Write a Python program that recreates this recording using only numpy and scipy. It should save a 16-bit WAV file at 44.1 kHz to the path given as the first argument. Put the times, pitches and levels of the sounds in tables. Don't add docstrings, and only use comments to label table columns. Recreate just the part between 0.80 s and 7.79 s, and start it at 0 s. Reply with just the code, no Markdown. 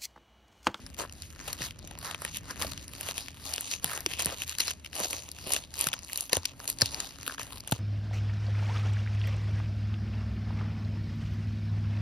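import sys
import numpy as np
from scipy import signal
from scipy.fft import rfft, irfft, next_fast_len
from scipy.io import wavfile
from scipy.ndimage import uniform_filter1d

SR = 44100
rng = np.random.default_rng(int(sys.argv[2]) if len(sys.argv) > 2 else 0)


def generate_wav(signal):
    frames = np.transpose(np.atleast_2d(signal))
    scaled = np.clip(frames, -1, 1) * 32767
    pcm = np.round(scaled).astype(np.int16)
    wavfile.write(sys.argv[1], SR, pcm)


N = 308259
PORT_SIGN = np.array([[1], [-1]])


def undb(db):
    return 10 ** (np.asarray(db) / 20)


def unit(x):
    return x / np.sqrt(np.mean(x ** 2))


def walk(rate_hz):
    hold = int(SR / rate_hz)
    steps = np.repeat(rng.standard_normal(N // hold + 1), hold)
    return unit(uniform_filter1d(steps, hold)[:N])


def ring(x, hz, width_hz):
    return signal.lfilter(*signal.iirpeak(hz, hz / width_hz, fs=SR), x)


def ring_twice(x, hz, width_hz):
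    return ring(ring(x, hz, width_hz), hz, 2 * width_hz)


def colour(x, response):
    size = next_fast_len(N)
    hz = np.arange(size // 2 + 1) * SR / size + 1
    return irfft(rfft(x, size) * response(hz), size)[..., :N]


def pressure():
    # (full pressure from [s], hold [s], swell [s], release [s],
    #                husk crackle [dB], head creak [dB], chaff rustle [dB])
    strokes = [(0.001, 0.074, 0.074, 0.1, -56.5, -60.5, -56.5), (0.181, 0.038, 0.009, 0.067, -43, -40, -46),
               (0.384, 0.075, 0.1, 0.17, -50, -59, -53.5), (0.676, 0.063, 0.13, 0.032, -43.5, -46.5, -48.5),
               (0.807, 0.056, 0.043, 0.053, -37, -45, -44.5),
               (1.035, 0.096, 0.087, 0.12, -56.5, -59.5, -68), (1.253, 0.047, 0.067, 0.084, -43, -40, -47),
               (1.431, 0.063, 0.09, 0.018, -44, -46, -48), (1.558, 0.008, 0.063, 0.037, -38, -53.5, -42),
               (1.703, 0.012, 0.1, 0.066, -43.5, -45, -50), (1.817, 0.014, 0.055, 0.071, -36.5, -39, -39.5),
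               (1.869, 0.18, 0.046, 0.016, -49, -57.5, -57.5), (2.291, 0.021, 0.21, 0.024, -38, -42.5, -41),
               (2.361, 0.034, 0.031, 0.13, -39.5, -51, -45.5), (2.688, 0.025, 0.15, 0.23, -41, -47, -41.5),
               (2.902, 0.038, 0.15, 0.052, -37, -49, -46), (3.027, 0.086, 0.014, 0.15, -43.5, -47, -46.5),
               (3.086, 0.082, 0.023, 0.17, -43.5, -43.5, -46),
               (3.311, 0.014, 0.046, 0.076, -38, -46, -43.5),
               (3.397, 0.027, 0.027, 0.05, -34.5, -39.5, -40),
               (3.496, 0.045, 0.15, 0.031, -40.5, -42.5, -48), (3.61, 0.026, 0.082, 0.018, -37, -50.5, -42),
               (3.674, 0.022, 0.02, 0.13, -40.5, -49, -44), (3.801, 0.016, 0.01, 0.11, -32, -44.5, -39.5),
               (3.883, 0.03, 0.057, 0.022, -37.5, -49.5, -47), (4.049, 0.022, 0.15, 0.052, -58, -65, -62.5),
               (4.16, 0.1, 0.039, 0.02, -38, -42, -42.5), (4.312, 0.019, 0.13, 0.19, -37, -48, -42.5),
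               (4.557, 0.017, 0.011, 0.21, -47.5, -57, -55),
               (4.723, 0.031, 0.14, 0.095, -35.5, -44.5, -40.5),
               (5.023, 0.049, 0.098, 0.026, -35, -44.5, -38.5),
               (5.121, 0.0073, 0.16, 0.21, -46.5, -53, -66), (5.357, 0.083, 0.16, 0.067, -44.5, -53.5, -45),
               (5.522, 0.016, 0.015, 0.09, -34.5, -39, -46), (5.653, 0.026, 0.035, 0.1, -49.5, -65, -61),
               (5.816, 0.042, 0.089, 0.1, -51, -51, -49), (5.885, 0.0076, 0.017, 0.051, -34.5, -44.5, -31),
               (6.015, 0.011, 0.031, 0.033, -37, -37.5, -44), (6.06, 0.0087, 0.069, 0.034, -33.5, -45, -45),
               (6.143, 0.092, 0.1, 0.15, -41, -46, -47.5), (6.483, 0.06, 0.2, 0.031, -46, -49.5, -50),
               (6.591, 0.025, 0.012, 0.15, -44, -46.5, -47), (6.688, 0.094, 0.048, 0.037, -54, -57, -52),
               (6.938, 0.0081, 0.16, 0.099, -47, -50.5, -56)]
    # (husk [dB], head [dB], chaff [dB])
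    rest_levels = (-62.5, -65, -82)
    swell_db = 20
    t = np.arange(0, N + 64, 64) / SR
    start, hold, swell, release, *levels = np.transpose(strokes)[..., None]
    before = (start - t) / swell
    after = (t - start - hold) / release
    shape_db = -swell_db * np.maximum(np.maximum(before, after), 0)
    tracks = []
    for db, rest_db in zip(levels, rest_levels):
        power = np.sum(undb(db + shape_db) ** 2, axis=0) + undb(rest_db) ** 2
        tracks.append(np.interp(np.arange(N) / SR, t, 10 * np.log10(power)))
    return tracks


def fractures(effort_db, spread_db=1.5, patchy_db=1.5, pan_db=10, count=11000, busy_db=-43.5, sparse=.15):
    tick_share, tick_db = .09, 11
    place, rank, pan, keep, tick = rng.random((count, 5)).T
    at = (place * (N - 1)).astype(int)
    share = np.clip(undb(effort_db[at] - busy_db), sparse, 1)
    kept = (keep < share) / np.sqrt(share)
    patches = (walk(22) + walk(60))[at]
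    size = kept * undb(-spread_db * np.log(1 - .97 * rank) + patchy_db * patches)
    size *= rng.standard_normal(count) + np.where(tick < tick_share, undb(tick_db), 0)
    side_db = pan_db * (2 * pan - 1)
    return at, size * undb(PORT_SIGN * side_db / 2)


def rubbing(modes, level_db, at, size, tone_hz=None, colour_db=3.5, scatter=.45, smear=.5, shift_db=2.5):
    focus_db = 7
    lean = np.ones((len(modes), 1))
    if tone_hz is not None:
        lean = undb(-focus_db * np.abs(np.log2(np.array(modes)[:, :1] / tone_hz)))
        lean = lean / np.sqrt(np.mean(lean ** 2, axis=0))
    out = 0
    for k, ((hz, width_hz, db), weight) in enumerate(zip(modes, lean)):
        push = (-1) ** k + scatter * rng.standard_normal((2, len(at)))
        push = push * undb(colour_db * rng.standard_normal(len(at)))
        pulses = np.zeros((2, N))
        for channel in range(2):
            np.add.at(pulses[channel], at, size[channel] * push[channel])
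        shared, *own = rng.standard_normal((3, N))
        bed = shared + scatter * np.array(own)
        drive = unit(pulses) + smear * bed
        out = out + weight * undb(db + shift_db * walk(22)) * ring_twice(drive, hz, width_hz)
    return unit(out) * undb(level_db)


def snaps(modes, part, colour_db=1.5, tail_db=-22, tail_ms=6, scatter=.45, spiky_db=2.5):
    # (time [s], husk peak [dB], head peak [dB], chaff peak [dB], burst length [ms], pitch [Hz])
    bursts = [(0.0637, -31.5, -41.5, -37, 0.94, 5160), (0.1442, -32, -58, -37, 0.8, 3340),
              (0.196, -26.5, -33, -28, 3, 1260), (0.2192, -42, -30, -43, 1.0, 990),
              (0.236, -45, -28, -45.5, 2, 1020), (0.25, -50, -29.5, -48, 0.6, 1100),
              (0.2953, -34, -46, -51, 0.78, 4220), (0.3237, -32, -55, -37, 1.1, 6500),
              (0.421, -23.5, -54, -35, 0.52, 5840), (0.675, -27, -29, -26.5, 6.5, 855),
              (0.7289, -21, -33, -22, 1.7, 5940), (0.8182, -21.5, -27, -36, 1.9, 6000),
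              (0.907, -27, -51, -36, 1.33, 2420), (0.9895, -35.5, -50, -38, 1.3, 6120),
              (1.0732, -34.5, -51.5, -33.5, 2.1, 3470), (1.1089, -35.5, -39, -36, 2.5, 730),
              (1.1875, -30, -42, -26.5, 0.74, 6780), (1.3096, -26, -37, -30, 2.3, 820),
              (1.3456, -23.5, -28.5, -28, 0.76, 2650), (1.419, -37, -27, -23, 0.89, 1740),
              (1.4489, -21.5, -25.5, -17.5, 1.2, 2750), (1.5696, -24.5, -39, -20, 1.2, 3550),
              (1.7081, -23.5, -27.5, -33, 1.6, 5970), (1.8219, -17.5, -30, -18, 0.77, 3320),
              (1.8459, -30, -25.5, -35, 1.5, 840), (1.9764, -25, -54, -37.5, 0.79, 2700),
              (2.0799, -32.5, -54.0, -30, 0.87, 3970), (2.2095, -28, -36, -19, 0.75, 2540),
              (2.2872, -21.5, -28, -19, 0.56, 780), (2.3791, -20, -34.5, -19.5, 1.33, 2780),
              (2.4823, -26, -37.5, -33.5, 1.5, 2730), (2.7364, -19.5, -37, -18, 1.7, 4100),
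              (2.7606, -24, -52, -20, 0.74, 5830), (2.78, -16.5, -30, -29, 0.78, 3000),
              (2.8085, -26, -37, -16.5, 0.66, 6740), (2.9134, -18.5, -37, -27, 0.51, 5800),
              (2.9358, -17, -38, -27, 0.8, 2480), (3.0434, -18.5, -24.5, -8, 0.66, 740),
              (3.175, -23.5, -30.0, -22.5, 1, 830), (3.2055, -28, -46, -23, 0.75, 5710),
              (3.262, -7.5, -31, -32, 0.69, 3570), (3.393, -21, -26, -18, 1.52, 4100),
              (3.4217, -28, -31, -14.5, 0.48, 1840), (3.4462, -22, -47, -16.5, 1.35, 5940),
              (3.458, -19, -31, -9, 0.54, 6000), (3.467, -22.5, -27, -27, 0.6, 2500),
              (3.473, -36, -30, -40, 0.6, 590), (3.4917, -34, -28, -36, 0.6, 820),
              (3.5, -25, -35, -33, 0.8, 2600), (3.5075, -30, -41, -34, 0.6, 1200),
              (3.514, -44, -31, -50, 12, 970), (3.619, -17, -31.5, -23, 0.94, 2580),
              (3.6942, -17.5, -54, -25, 0.67, 6860), (3.784, -18.5, -32, -17, 1.5, 4390),
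              (3.8, -10.5, -27.5, -15.5, 5, 4130), (3.8799, -16.5, -28, -24, 0.9, 4390),
              (3.9066, -23.5, -33, -21.5, 1.6, 3050), (4.0453, -31, -49, -39, 1.7, 2830),
              (4.0592, -29.5, -53, -39, 3, 2900), (4.13, -27.5, -35, -37, 0.63, 2700),
              (4.1525, -27, -52, -25, 1.6, 4200), (4.2, -26, -25.5, -21, 1.6, 1050),
              (4.253, -33, -27.5, -38, 1, 750), (4.3072, -26, -52, -20.5, 1.1, 4240),
              (4.33, -20, -30.5, -20, 0.7, 2880), (4.5148, -30.5, -57, -25, 1.2, 4630),
              (4.586, -28.5, -38.5, -50, 0.72, 3430), (4.718, -18.5, -40, -16, 4.3, 6000),
              (4.7352, -21.5, -49, -6.5, 0.51, 2480), (4.7628, -15.5, -25.5, -20, 1.4, 2950),
              (4.939, -26, -39, -27, 1.8, 6700), (4.99, -33, -53, -19, 1.7, 3700),
              (5.011, -23, -47, -5, 0.24, 4200), (5.069, -12.5, -20, -12.5, 1.55, 1360),
              (5.0866, -20, -33, -17, 0.83, 3120), (5.1306, -17, -32, -24, 0.55, 2750),
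              (5.1365, -19, -22.5, -23, 2, 2870), (5.1897, -29.5, -50, -38, 1.2, 4100),
              (5.297, -31.0, -37, -39, 0.61, 2170), (5.331, -23, -38.5, -18.5, 1, 4140),
              (5.357, -23, -38, -20, 1.7, 4160), (5.3745, -22, -42, -13, 0.7, 5840),
              (5.4077, -16, -52, -13.5, 0.49, 6780), (5.4938, -28.5, -38, -31, 2.1, 3440),
              (5.5295, -9, -16.5, -9, 2, 4180), (5.549, -22, -41, -20, 1.3, 3560),
              (5.5681, -16, -19.5, -12.5, 0.85, 586), (5.6531, -13, -43, -20, 2.7, 5930),
              (5.8001, -30.5, -32, -46, 1.5, 4100), (5.8767, -17, -43, -17.5, 0.84, 6780),
              (5.8996, -17, -43, -11, 0.83, 6800), (5.986, -24, -48, -30, 0.96, 6800),
              (6.0102, -17, -29, -16, 0.68, 4890), (6.0171, -3.5, -16.5, -17.5, 2.6, 4930),
              (6.0576, -15.5, -39, -25, 1.2, 5040), (6.1443, -18.5, -44, -29, 0.81, 5070),
              (6.2012, -16, -30, -29, 1.7, 6700), (6.4301, -30, -39, -32.5, 0.77, 4220),
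              (6.4773, -18.5, -23, -19, 1, 1410), (6.4964, -45, -26.5, -44, 0.6, 1570),
              (6.509, -40, -32, -38, 0.6, 1500), (6.5812, -40, -25, -44, 0.6, 1630),
              (6.5946, -26, -28, -32, 1.2, 5570), (6.6308, -30, -53, -27, 0.7, 5570),
              (6.804, -29.5, -54, -33, 1.4, 4950), (6.874, -29.5, -35, -24.5, 1.8, 830),
              (6.9123, -30, -50, -17, 0.58, 6050), (6.9196, -15.5, -17.5, -16, 3.1, 824)]
    focus_db = 5
    own_db, own_q = 6, 5
    head_top_hz = 2000
    left_db = 1.8
    ms = np.arange(1536) / SR * 1000
    mode_hz, _, mode_db = np.transpose(modes)
    out = np.zeros((2, N + len(ms)))
    for s, husk_db, head_db, chaff_db, length_ms, pitch_hz in bursts:
        peak_db = {"husk": husk_db, "head": head_db, "chaff": chaff_db}[part]
        grown = ms / (0.77 * max(length_ms, .3))
        pulse = (grown * np.exp(1 - grown)) ** 2
        tail = undb(tail_db) * (1 - np.exp(-grown)) * np.exp(-ms / tail_ms)
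        spikes = undb(spiky_db * np.repeat(rng.standard_normal(64), len(ms) // 64))
        shared, *own = rng.standard_normal((3, len(ms)))
        burst = (pulse + tail) * spikes * (shared + scatter * np.array(own))
        octaves = np.abs(np.log2(mode_hz / pitch_hz))
        tint = undb(mode_db + colour_db * rng.standard_normal(len(modes)) - focus_db * octaves)
        rung = 0
        for k, (gain, (hz, width_hz, _)) in enumerate(zip(tint, modes)):
            rung = rung + gain * (-1) ** k * ring_twice(burst, hz, width_hz)
        if part == ("head" if pitch_hz < head_top_hz else "husk"):
            rung = rung + undb(own_db) * ring(burst, pitch_hz, pitch_hz / own_q)
        rung = rung / np.abs(rung).max(axis=1, keepdims=True)
        at = int(s * SR)
        out[:, at:at + len(ms)] += rung * undb(peak_db + PORT_SIGN * left_db / 2)
    return out[:, :N]


def knocks(drop=3.1, drop_ms=1.83):
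    # (time [s], nominal level [dB], final pitch [Hz], t60 [ms], at least 5)
    thumps = [(0.808, -33, 125, 130), (1.043, -40, 150, 70), (1.855, -36, 73.4, 200),
              (3.041, -35.5, 153, 140), (3.262, -23, 311, 43), (3.4607, -27.5, 129, 77),
              (3.476, -31.5, 79.4, 72), (4.203, -36, 196, 110), (4.668, -30.5, 119, 23),
              (5.067, -30.5, 134, 65), (5.531, -19.5, 347, 25), (5.57, -28, 84, 130),
              (6.0231, -21, 102, 90), (6.476, -35, 250, 45), (6.923, -14.5, 108, 60)]
    rise_ms = 1.56
    body_hz, body_db, body_t60_ms = 550, 0.5, 12.6
    ms = np.arange(8192) / SR * 1000
    out = np.zeros(N + len(ms))
    for s, db, hz, t60_ms in thumps:
        turns = hz / 1000 * (ms + drop * drop_ms * (1 - np.exp(-ms / drop_ms)))
        thump = undb(db - 60 * ms / max(t60_ms, 5)) * (1 - np.exp(-ms / rise_ms)) * np.sin(2 * np.pi * turns)
        body = undb(db + body_db - 60 * ms / body_t60_ms) * np.sin(2 * np.pi * body_hz * ms / 1000)
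        at = int(s * SR)
        out[at:at + len(ms)] += thump + body
    return out[:N]


def traffic_rumble(width=0.3, level_db=-50.5):
    # (frequency [Hz], relative density [dB])
    spectrum = [(19, -60), (36, -5.5), (76, 2.5), (204, -9.5), (284, -9), (427, -21.5), (617, -19.5),
                (694, -33), (1510, -31), (2600, -27), (3380, -33), (5720, -120)]
    hz, db = np.transpose(spectrum)
    noise = rng.standard_normal((2, N))
    mid, side = colour(noise, lambda f: undb(np.interp(np.log(f), np.log(hz), db)))
    flicker_db = 1.5 * walk(12) + 2.2 * walk(3)
    return unit(mid + width * side * PORT_SIGN) * undb(level_db + flicker_db)


def hums():
    # (mean pitch [Hz], middle level [dB rms], full from [s], full until [s])
    tones = [(164.7, -62, 1, 1.75), (275, -64.5, 1.5, 3.3), (274.5, -62.5, 5.5, 6.7), (77, -58.5, -1, 5.4)]
    fade_s, pitch_waver = 0.049, 0.00578
    t = np.arange(N) / SR
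    out = np.zeros(N)
    for hz, db, on, off in tones:
        level = np.sqrt(2) * undb(db + 1.5 * walk(3.99))
        fade = np.clip(np.minimum(t - on, off - t) / fade_s + 1, 0, 1)
        turns = np.cumsum(hz * (1 + pitch_waver * walk(2.4))) / SR
        out += level * fade * np.sin(2 * np.pi * turns)
    return out


def scene():
    # (centre [Hz], width of the first resonance [Hz], relative level [dB])
    husk = [(2814, 740, 6), (3856, 970, 1.5), (4694, 1450, 2), (6335, 670, 7), (7360, 5200, -8.5)]
    head = [(259, 40, 5), (467, 640, 4), (703, 255, 4), (938, 307, -0.5), (1275, 530, -2), (1794, 480, 1.5)]
    chaff = [(8300, 2000, -3.5), (10350, 1310, -0.5), (11460, 2640, -3.5), (14730, 270, -4)]
    # (time [s], tone [Hz])
    creak_tone = [(.2, 1150), (.45, 1660), (.7, 1040), (.85, 1340), (1.07, 610), (1.28, 1400), (1.83, 1290),
                  (2.3, 980), (3.13, 1170), (3.47, 634), (3.515, 880), (3.64, 1380), (4.2, 830), (4.7, 657),
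                  (5.05, 1030), (5.55, 830), (6.2, 970), (6.6, 1330), (6.95, 680)]
    husk_db, head_db, chaff_db = pressure()
    at, size = fractures(husk_db)
    tone_hz = np.interp(np.arange(N) / SR, *np.transpose(creak_tone))
    flower = rubbing(husk, husk_db, at, size) + snaps(husk, "husk")
    flower += rubbing(head, head_db, at, size, tone_hz) + snaps(head, "head")
    flower += rubbing(chaff, chaff_db, at, size) + snaps(chaff, "chaff")
    return flower + knocks() + traffic_rumble() + hums()


def record(dry):
    # (frequency [Hz], lead [rad])
    left_leads = [(0, .2), (780, .8), (1030, .5), (2000, .5), (2840, 1.5), (4000, 0), (5500, -.1),
                  (6630, -3.1), (8180, -3.3), (9820, -5.8), (12100, -6.7), (13400, -9.1), (17000, -9.6)]
    # (frequency [Hz], step [dB])
    left_louder = [(60, 1.5), (110, -0.5), (200, 0), (380, -1.5), (700, 0.5), (1290, -1.5), (2380, 0.5),
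                   (4400, 5), (8120, -0.5), (15000, -1)]
    top_hz, ceiling = 16500, .95
    lead_hz, lead_rad = np.transpose(left_leads)
    step_hz, step_db = np.transpose(left_louder)
    half = PORT_SIGN / 2

    def port_response(f):
        phase = half * np.interp(f, lead_hz, lead_rad)
        gain = undb(half * np.interp(np.log(f), np.log(step_hz), step_db))
        return np.exp(1j * phase) * gain

    rounded = ceiling * np.tanh(colour(dry, port_response) / ceiling)
    return signal.sosfilt(signal.ellip(8, .2, 70, top_hz, fs=SR, output="sos"), rounded)


dry = scene()
out = record(dry)
generate_wav(out)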